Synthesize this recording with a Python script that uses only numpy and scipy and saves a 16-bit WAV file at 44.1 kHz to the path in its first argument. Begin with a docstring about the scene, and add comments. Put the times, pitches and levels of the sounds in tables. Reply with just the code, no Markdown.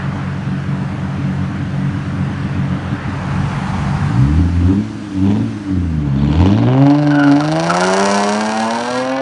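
"""At the kerb of a busy street, a six-cylinder coupe with a sports exhaust idles as a car and a van pass.
It creeps out on two blips of the throttle, loose metal jingles, and it pulls away hard with chirping tyres.
Each firing of a cylinder sends one pulse down the exhaust; together the pulses make a deep drone.
Under load they steepen into shocks (sudden jumps in pressure) that rasp and echo off the house fronts."""
import sys
import numpy as np
from scipy import signal
from scipy.fft import rfft, irfft
from scipy.io import wavfile
from scipy.ndimage import uniform_filter1d, map_coordinates

SR = 44100
rng = np.random.default_rng(int(sys.argv[2]) if len(sys.argv) > 2 else 0)


def dump(signal):
    """Clip the signal to [-1, 1] and save it as 16-bit WAV at the path in sys.argv[1]."""
    limited = np.clip(np.atleast_2d(signal).T, -1, 1)
    pcm = np.round(limited * 32767).astype(np.int16)
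    wavfile.write(sys.argv[1], SR, pcm)


N = 406161
TIME = np.arange(N) / SR
LEAVES_S, DRIFT_HZ = 6.58, 8.5  # when the car starts to draw away; how fast the drone's level drifts

# the six unequal cylinders, in the order they fire: pulse strength/dB, shock strength/dB
CYLINDERS = [(1.5, 5.5), (-1.5, -4), (0.8, -4), (-1, -10), (1.5, -7), (-1, 2.5)]
# engine speed: t/s, firing rate/Hz
SPEED = [(0.0, 46.5), (2.33, 46.7), (2.9, 45.3), (3.58, 47.3), (4.06, 47.7), (4.39, 83.2), (4.65, 87.6),
         (4.83, 109.1), (5.0, 107.0), (5.2, 92.9), (5.45, 115.1), (5.82, 86.3), (6.13, 67.0), (6.32, 74.1),
         (6.61, 115.8), (6.82, 138.4), (7.0, 148.2), (7.33, 141.3), (8.02, 198.3), (8.29, 205.7),
         (8.41, 214.8), (8.66, 224.4), (8.9, 247.7), (9.21, 270.3)]
# the idle, which weakens a little before the car moves: t/s, drone level/dB, burble level/dB
IDLE = [(0,-21.5,-28),(1.5,-18.5,-24.5),(2.6,-19,-23),(3.05,-22,-24),(3.9,-20.5,-29.5)]
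# how hard the engine works (two blips, a dip as the clutch bites, then the pull): t/s, level/dB
THROTTLE = [(4.0,-16.5),(4.26,-10),(4.4,-7.5),(4.52,-13.5),(4.69,-6),(4.79,-7),(4.84,-16),(4.96,-20),(5.14,-19.5),(5.27,-4.5),(5.45,-10),(5.64,-21.5),(5.76,-11.5),(5.9,-13.5),(6.15,-13.5),(6.48,-4),(6.62,-5),(6.85,-5),(7.34,-4),(7.6,0),(7.9,1.5),(8.3,2),(8.45,0.5),(8.8,3),(8.98,7),(9.2,3.5)]
# pulling away: t/s, bark strength/dB, shock strength/dB
PULL = [(6.3, -36, -53), (6.43, -29, -52), (6.7, -17, -81), (6.87, -17, -57), (7.0, -21, -57.5),
        (7.3, -17, -49), (7.5, -18.5, -44.5), (7.8, -11.5, -32.5), (8.1, -11.5, -31), (8.45, -18, -38.5),
        (8.68, -16.5, -39), (8.82, -22.5, -41), (8.97, -19, -39.5), (9.21, -19.5, -57)]


def amp(db):
    """Turns decibels into a gain."""
    return 10 ** (np.asarray(db) / 20)


def unit(x):
    """Scales a signal to an average size (rms) of 1."""
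    return x / np.sqrt(np.mean(x ** 2) + 1e-20)


def steady(x, size=4000):
    """Evens out a signal's level, so that a level curve alone sets its loudness."""
    power = uniform_filter1d(uniform_filter1d(x ** 2, size), size)
    return x / np.sqrt(abs(power) + 1e-14)


def curves(rows):
    """Joins a table's rows with straight lines: one curve for each column after the time."""
    s, *columns = np.transpose(rows)
    return [np.interp(TIME, s, c) for c in columns]


def read(points, hz):
    """Looks up a frequency in a table, on a logarithmic scale."""
    f, value = np.transpose(points)
    return np.interp(np.log(hz + 1), np.log(f + 1), value)


def colour(x, points, size=4096):
    """Shapes bass and treble to a table of f/Hz, level/dB, with a filter that never rings ahead of time."""
    log_gain = np.log(amp(read(points, abs(np.fft.fftfreq(size, 1 / SR)))))
    taps = np.fft.ifft(np.exp(np.conj(signal.hilbert(log_gain)))).real
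    return signal.oaconvolve(x, taps)[:N]


def muffle(x, hz, order):
    """Turns down everything above hz; a higher order cuts more steeply."""
    return signal.sosfiltfilt(signal.butter(order, hz, fs=SR, output="sos"), x)


def wander(hz):
    """A smooth random wobble, with little in it faster than hz."""
    slow = np.exp(-(np.fft.rfftfreq(N, 1 / SR) / hz) ** 2)
    return unit(irfft(rfft(rng.standard_normal(N)) * slow, N))


def clicks(at, strength):
    """Sharp clicks at positions that may fall between samples."""
    index = np.floor(at).astype(int)[:, None] + np.arange(-7, 9)
    offset = index - at[:, None]
    shape = np.sinc(offset) * np.sinc(offset / 8)
    return np.bincount(np.clip(index, 0, N - 1).ravel(), (shape * strength[:, None]).ravel(), N)


def ring_out(x, seconds):
    """Gives each click a fading tail."""
    return signal.lfilter([1], [1, -np.exp(-1 / (seconds * SR))], x)


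def delayed(x, seconds):
    """An echo whose delay changes from moment to moment."""
    return map_coordinates(x, [np.arange(N) - seconds * SR], order=3)


def firings(fired, jitter_s=.00001, valve_lag=0.081):
    """The cylinders fire in turn: each pulse's sample position, usual strength, random extra, shock dB."""
    # firing evens out with speed: firing rate/Hz, random spread of strength (0-1)
    uneven = [(47, 0.12), (90, 0.09), (140, 0.11), (260, 0.05)]
    firing = np.arange(1, int(fired[-1]))
    luck, late = rng.standard_normal((len(firing), 2)).T
    strength_db, shock_db = np.array(CYLINDERS)[firing % len(CYLINDERS)].T
    at = np.interp(firing + valve_lag, fired, np.arange(N))
    # every other pulse comes late from the second row of cylinders, more so when much gas flows
    row_lag_s = np.interp(at / SR, [7.3, 7.8], [.00012, .00025])
    at = at + SR * (row_lag_s * (.5 - firing % 2) + jitter_s * late)
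    chance = read(uneven, np.interp(at, np.arange(N), curves(SPEED)[0])) * luck
    return at, amp(strength_db) / amp(strength_db).mean(), chance, shock_db


def harmonic(fired, k, smear, lag=0.13):
    """A tone at k times the firing rate; the silencer delays each differently, so thumps become a mutter."""
    return -np.sqrt(2) * np.cos(2 * np.pi * (k * (fired - lag) - smear * k ** 2 / 2))


def idle(fired, smear=0.2755, lope_db=3.5, lope_lag=0.096, drift_db=2):
    """The idle lopes: odd and even harmonics swell in turn, once per round of the six cylinders."""
    # harmonics 1 to 6 of the firing rate: level/dB
    harmonics_db = [-34, -10, -3.5, -6.5, -46, -23]
    lope = lope_db * np.cos(2 * np.pi * (fired / len(CYLINDERS) - lope_lag))
    tone = sum(amp(db + (-1) ** k * lope) * harmonic(fired, k, smear)
               for k, db in enumerate(harmonics_db, 1))
    return amp(curves(IDLE)[0] + drift_db * wander(DRIFT_HZ)) * tone


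def drone(fired, at, chance, throb=0.94):
    """The engine's deep note, idling and then driving, throbs with the strength of each firing."""
    tone = (1 - moving()) * idle(fired) + moving() * driving(fired)
    return tone * (1 + throb * np.interp(np.arange(N), at, chance))


def pipe(x):
    """The exhaust pipe rings at a few low notes; each filter runs twice for a steeper cut."""
    # the pipe's notes: f/Hz, width/Hz, level/dB
    notes = [(132.4,39.7,1.5),(189,37,4),(280.7,14.7,10),(338,31,-27.5)]
    out = np.zeros(N)
    for hz, width, db in notes:
        b, a = signal.iirpeak(hz, hz / (2 * width), SR)
        out += amp(db) * signal.lfilter(b, a, signal.lfilter(b, a, x))
    return out


def burble(at, strength, chance):
    """Differences from one firing to the next set the pipe ringing; at idle the pulses are rounder."""
    hard = pipe(clicks(at, strength - strength.mean() + 2.2 * chance))
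    soft = muffle(hard, hz=180, order=1)
    smooth_db = np.interp(curves(SPEED)[0], [120, 138.6], [0, -16.5])  # a fast engine burbles less
    driving_db = -12 + 0.95 * curves(THROTTLE)[0] + smooth_db + distance_db()
    idle_db, under_way = curves(IDLE)[1], moving()
    level = amp(idle_db + under_way * (driving_db - idle_db))
    return level * steady(soft + under_way * (hard - soft), size=8000)


def traffic(rumble_db=-36, patch_db=1.2):
    """The tyres of passing cars roar and hiss in drifting patches, over the rumble of the street."""
    # cars going by: t/s, roar level/dB, hiss level/dB
    passing = [(0,-28.5,-46),(.43,-31,-47.5),(2.1,-31,-46),(3,-28.5,-46.5),(3.52,-28,-40.5),(3.95,-30.5,-40),(4.5,-33.5,-43),(4.9,-37.5,-44),(5.6,-37.5,-44),(6.1,-35.5,-51.5),(9.2,-57,-55)]
    # tone of tyres on the road: f/Hz, level/dB
    road_tone = [(200,-11.5),(450,-6.5),(800,-2),(1600,-3),(2300,-10.5),(2900,-12),(3900,-18),(4400,-17.5),(5000,-20.5),(6200,-22),(7600,-27.5),(9700,-29),(11000,-45.5)]
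    # tone of the rumble: f/Hz, level/dB
    rumble_tone = [(20,-23.5),(45,-8.5),(75,-4.5),(150,-0.5),(300,-6.5),(450,-12),(700,-14.5),(2000,-78)]
    roar_db, hiss_db = curves(passing)
    bands = signal.stft(colour(rng.standard_normal(N), road_tone), nperseg=1024)[2]
    patches = uniform_filter1d(rng.standard_normal(bands.shape), size=9, axis=0)  # blurred in pitch
    patches = unit(uniform_filter1d(patches, size=8, axis=1))  # and in time
    wash = signal.istft(bands * amp(patch_db * patches), nperseg=1024)[1][:N]
    roar = muffle(wash, hz=3200, order=2)
    rumble = unit(colour(rng.standard_normal(N), rumble_tone))
    rumble *= amp(rumble_db + 0.8 * (roar_db - roar_db.mean()))
    return amp(roar_db - 1.67) * unit(roar) + amp(hiss_db - 2.5) * unit(wash - roar) + rumble


def van(engine_db=6.5):
    """A van's tyre noise and low engine noise swell and fade as it goes by."""
    # its passing: t/s, level/dB
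    passing = [(0,-68),(2.7,-55),(3.2,-34.5),(3.7,-28.5),(4.1,-29),(4.6,-43),(5.5,-66)]
    # tone of its tyre tread: f/Hz, level/dB
    tread_tone = [(400,-38.5),(620,-12),(790,7.5),(950,3.5),(1200,1.5),(2500,-12),(6000,-50.5)]
    # tone of its engine: f/Hz, level/dB
    engine_tone = [(20,-31.5),(45,-7),(70,-1),(110,-1.5),(220,-2.5),(330,-34.5),(1000,-55.5)]
    tread = unit(colour(rng.standard_normal(N), tread_tone))
    engine = unit(colour(rng.standard_normal(N), engine_tone))
    return amp(curves(passing)[0]) * (tread + amp(engine_db) * engine)


def moving():
    """Goes from 0 at idle to 1 under way."""
    # start and end of the changeover: t/s
    idle_ends = [3.98, 4.05]
    return np.interp(TIME, idle_ends, [0, 1])


def distance_db(db_per_s=4.5):
    """How far the deep engine sound has faded as the car draws away."""
    return -db_per_s * np.maximum(TIME - LEAVES_S, 0)


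def driving(fired, smear=0.14, waver_db=1.62):
    """Each harmonic follows the throttle, and swells as it sweeps through a note the silencer rings at."""
    # harmonics 1 to 4: level/dB, dB gained per dB of throttle
    harmonics = [(1, 1.24), (7, 1.12), (0.74, 0.64), (4.5, 1.85)]
    # what the silencer lets through: f/Hz, level/dB
    silencer = [(49.0, -26), (68.0, -10.7), (87.0, -1.5), (100.0, -13), (127.0, -5), (165.0, -17.5),
                (195.0, -16), (215.0, -14.5), (251.0, -21.5), (288.0, -10), (340.0, -32), (381.0, -20),
                (445.0, -34.5), (548.0, -19.5), (798.0, -24.3), (1003.0, -41)]
    firing_hz, throttle_db = curves(SPEED)[0], curves(THROTTLE)[0]
    tone = np.zeros(N)
    for k, (db, slope) in enumerate(harmonics, 1):
        level_db = db + slope * throttle_db + read(silencer, k * firing_hz) + waver_db * wander(DRIFT_HZ)
        tone += amp(level_db) * harmonic(fired, k, smear)
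    return amp(distance_db()) * tone


def bursts():
    """Gain of the gruff bursts of gas that swell and die away at the top of each stab of throttle."""
    # the bursts: peak t/s, rise/s, fall/s, level/dB
    stabs = [(4.7, 0.076, 0.056, -34), (5.31, 0.094, 0.057, -29.5), (6.451, 0.16, 0.044, -23)]
    return sum(amp(db) * np.exp(np.minimum((TIME - s) / rise_s, (s - TIME) / fall_s))
               for s, rise_s, fall_s, db in stabs)


def bark(fired, at, strength, chance, shock_db, burst_db=-5.5, pull_db=-6.0):
    """Harmonics above the drone bark in the bursts and the pull; unequal cylinders make them growl."""
    # tone of the bark: f/Hz, level/dB
    tone = [(150,-72.5),(330,-1.5),(450,-12),(580,3),(740,0.5),(980,-2),(1150,-8.5),(1500,-12),(1900,-18),(3000,-18.5),(6000,-61.5)]
    # the note clears with speed: firing rate/Hz, share of the cylinders' shock differences (0-1)
    lopsided = [(70, .6), (145, .4), (185, .1)]
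    ragged = np.interp(at / SR, [6.6, 6.85], [.35, .06])  # pulses vary more until the clutch bites
    firing_hz = np.interp(at, np.arange(N), curves(SPEED)[0])
    regular = strength * amp(read(lopsided, firing_hz) * shock_db)
    pulses = clicks(at, regular / regular.mean() + chance + ragged * rng.standard_normal(len(at)))
    # harmonics 1 to 4 belong to the drone: line them up with the pulses and take them out
    aligned = fired - np.interp(at[0], np.arange(N), fired) % 1
    lowest = np.gradient(fired) * (1 + 2 * sum(np.cos(2 * np.pi * k * aligned) for k in range(1, 5)))
    level = amp(burst_db) * bursts() + pulling() * amp(curves(PULL)[0] + pull_db)
    return level * steady(colour(pulses - lowest, tone))


def rush(fired, between=0.1, gusty_db=2.5, lopsided=0.39, pull_db=-18.5):
    """Gas leaves the pipes in gusts, one per firing, strongest from the hardest cylinders."""
    # tone of the rushing gas: f/Hz, level/dB
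    tone = [(150,-28.5),(430,14.5),(650,2.5),(950,13),(1200,-0.5),(1900,-7.5),(3100,-5),(4200,-12.5),(5000,-25),(6500,-18.5),(10000,-40)]
    shock_db = np.array(CYLINDERS)[fired.astype(int) % len(CYLINDERS), 1]
    flow = between + np.exp(-(fired % 1) / 0.24)
    gusts = flow * amp(lopsided * shock_db + gusty_db * wander(54)) * rng.standard_normal(N)
    level = bursts() + pulling() * amp(curves(PULL)[0] + pull_db)
    return level * steady(tailpipe(colour(gusts, tone)))


def tailpipe(x):
    """Sound bouncing across the pipe ends adds a metallic ring."""
    # the pipe ends' notes: f/Hz, width/Hz, level/dB
    notes = [(2440,83,1.5),(2960,420,-10),(3460,250,-5.5),(4540,270,-23),(5190,280,-4.5),(5850,230,-4),(7130,190,-3),(8870,500,-4)]
    return x + sum(amp(db) * signal.lfilter(*signal.iirpeak(hz, hz / width, SR), x)
                   for hz, width, db in notes)


def street(x, near_db=-18, far_db=-8, bounce_db=-18, glide_per_s=-.045):
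    """The street returns single echoes and a blurred tail, which gains on the direct sound with distance."""
    # echoes off the kerb and house fronts: delay/s, level/dB
    walls = [(.0014,-20),(.013,-12),(.047,-6),(.083,-19.5)]
    # how long the tail lasts: f/Hz, time to fade by 60 dB/s
    decay = [(100,0.76),(1000,1),(4000,0.22),(10000,0.17)]
    # the bounce off the road comes ever sooner as the car draws away: t/s, delay/s
    bounce = [(6.2,0.00041),(6.95,0.00024),(9.2,0.000073)]
    taps = rng.choice([-1., 1.], SR) * (rng.random(SR) < 2000 / SR)  # about 2000 tiny echoes in a second
    hz, t, bands = signal.stft(taps, SR, nperseg=256)
    tail = signal.istft(bands * amp(-60 * t / read(decay, hz)[:, None]), SR, nperseg=256)[1]
    wet = amp(np.interp(TIME, [7.4, 9.0], [near_db, far_db]))
    glide = 1 + glide_per_s * np.maximum(TIME - LEAVES_S, 0)
    x = (x + amp(bounce_db) * delayed(x, curves(bounce)[0])) / np.hypot(1, amp(bounce_db))
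    echoes = sum(amp(db) * delayed(x, s * glide) for s, db in walls)
    blur = signal.oaconvolve(x, tail / np.linalg.norm(tail))[:N]
    return (x + echoes + wet * blur) / np.sqrt(1 + wet ** 2)


def pulling():
    """Goes from 0 to 1 as the engine takes the load."""
    # start and end of the shocks' build-up: t/s
    shocks_form = [6.03, 6.56]
    return np.interp(TIME, shocks_form, [0, 1]) ** 2


def rasp(at, shock_db, spread_db=4.0, rebound_s=0.0031, rebound_share=0.93, puff_share=.6):
    """Under load each pulse steepens into a shock that rebounds in the pipe and trails a puff of gas."""
    # tone of the shocks: f/Hz, level/dB
    tone = [(300,-53),(900,15),(1600,4.5),(2100,1),(2700,4),(4000,-2.5),(5600,-7.5),(7400,-16),(8200,-18),(9600,-19),(11000,-32)]
    shocks = clicks(at, amp(shock_db + spread_db * np.clip(rng.standard_normal(len(at)), -2, 1.5)))
    pipe_echo = rng.standard_normal(SR // 100) * np.exp(-TIME[:SR // 100] / rebound_s)
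    rebounds = signal.oaconvolve(shocks, pipe_echo)[:N]
    puffs = ring_out(shocks, seconds=.0012) * rng.standard_normal(N)
    sound = tailpipe(colour(unit(shocks) + rebound_share * unit(rebounds) + puff_share * unit(puffs), tone))
    body = muffle(sound, hz=6000, order=3)
    # the sizzle on top grows much faster than the body of the rasp
    steep_db = curves(PULL)[1]
    sizzle = amp(steep_db) * steady(sound - body)
    return pulling() * (amp(-12.5 + 0.34 * steep_db) * steady(body) + sizzle)


def jingle(notes=24, hits_per_s=9, ring_s=0.0058, spread=0.19):
    """Thin, loose metal jingles as the car leaves the kerb: many notes, each struck at random moments."""
    # the jingling: t/s, level/dB, centre f/Hz
    shaking = [(6.05,-59,3500),(6.22,-43,3300),(6.45,-46,3700),(6.62,-43.5,3580),(6.75,-44,2350),(6.86,-57,2330),(7,-65,2330)]
    level_db, centre_hz = curves(shaking)
    phase = 2 * np.pi * np.cumsum(centre_hz) / SR
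    heard = slice(round(shaking[0][0] * SR), round(shaking[-1][0] * SR))
    out = np.zeros(N)
    for ratio in np.exp(spread * rng.standard_normal(notes).clip(-2, 2)):
        hits = (rng.random(N) < hits_per_s / SR)[heard]
        out[heard] += ring_out(hits * 1., ring_s) * np.sin(ratio * phase[heard])
    return amp(level_db) * steady(out)


def tyres(waver=0.025, overtone_db=-17, flutter_db=3.5):
    """A rear tyre slips in short, wavering squeals."""
    # the squeals: t/s, length/s, start f/Hz, end f/Hz, level/dB
    chirps = [(7.035,0.062,1550,1515,-33.5),(7.088,0.12,1490,1479,-23),(7.17,0.081,1487,1425,-16.5),(7.262,0.051,1356,1427,-23),(7.396,0.034,1526,1220,-24),(7.688,0.03,1402,1220,-13.5),(7.812,0.049,1357,1455,-16.5),(7.949,0.14,1403,1343,-25)]
    out, wobble, flutter = np.zeros(N), wander(160), amp(flutter_db * wander(220))
    for s, length, start_hz, end_hz, db in chirps:
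        span = slice(round(s * SR), round((s + length) * SR))
        count = len(out[span])
        hz = np.linspace(start_hz, end_hz, count) * (1 + waver * wobble[span])
        phase = 2 * np.pi * np.cumsum(hz) / SR
        squeal = np.sin(phase) + amp(overtone_db) * np.sin(2 * phase)
        out[span] += amp(db) * squeal * flutter[span] * signal.windows.tukey(count, .7)
    return out


def scene():
    """The coupe and the traffic around it; only the coupe's brighter sounds echo in the street."""
    fired = np.cumsum(curves(SPEED)[0]) / SR  # running count of firings
    at, strength, chance, shock_db = firings(fired)
    deep = drone(fired, at, chance) + burble(at, strength, chance)
    bright = bark(fired, at, strength, chance, shock_db) + rasp(at, shock_db) + rush(fired)
    return (deep + street(bright + tyres() + jingle()) + traffic() + van())[None]


def record(dry):
    """Flattens the loudest peaks, then cuts the treble above 10500 Hz."""
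    treble_cut = signal.firwin(255, 10500, window=("kaiser", 9), fs=SR)
    return signal.oaconvolve(np.clip(dry, -.95, .95), treble_cut[None], "same")


dry = scene()
out = record(dry)
dump(out)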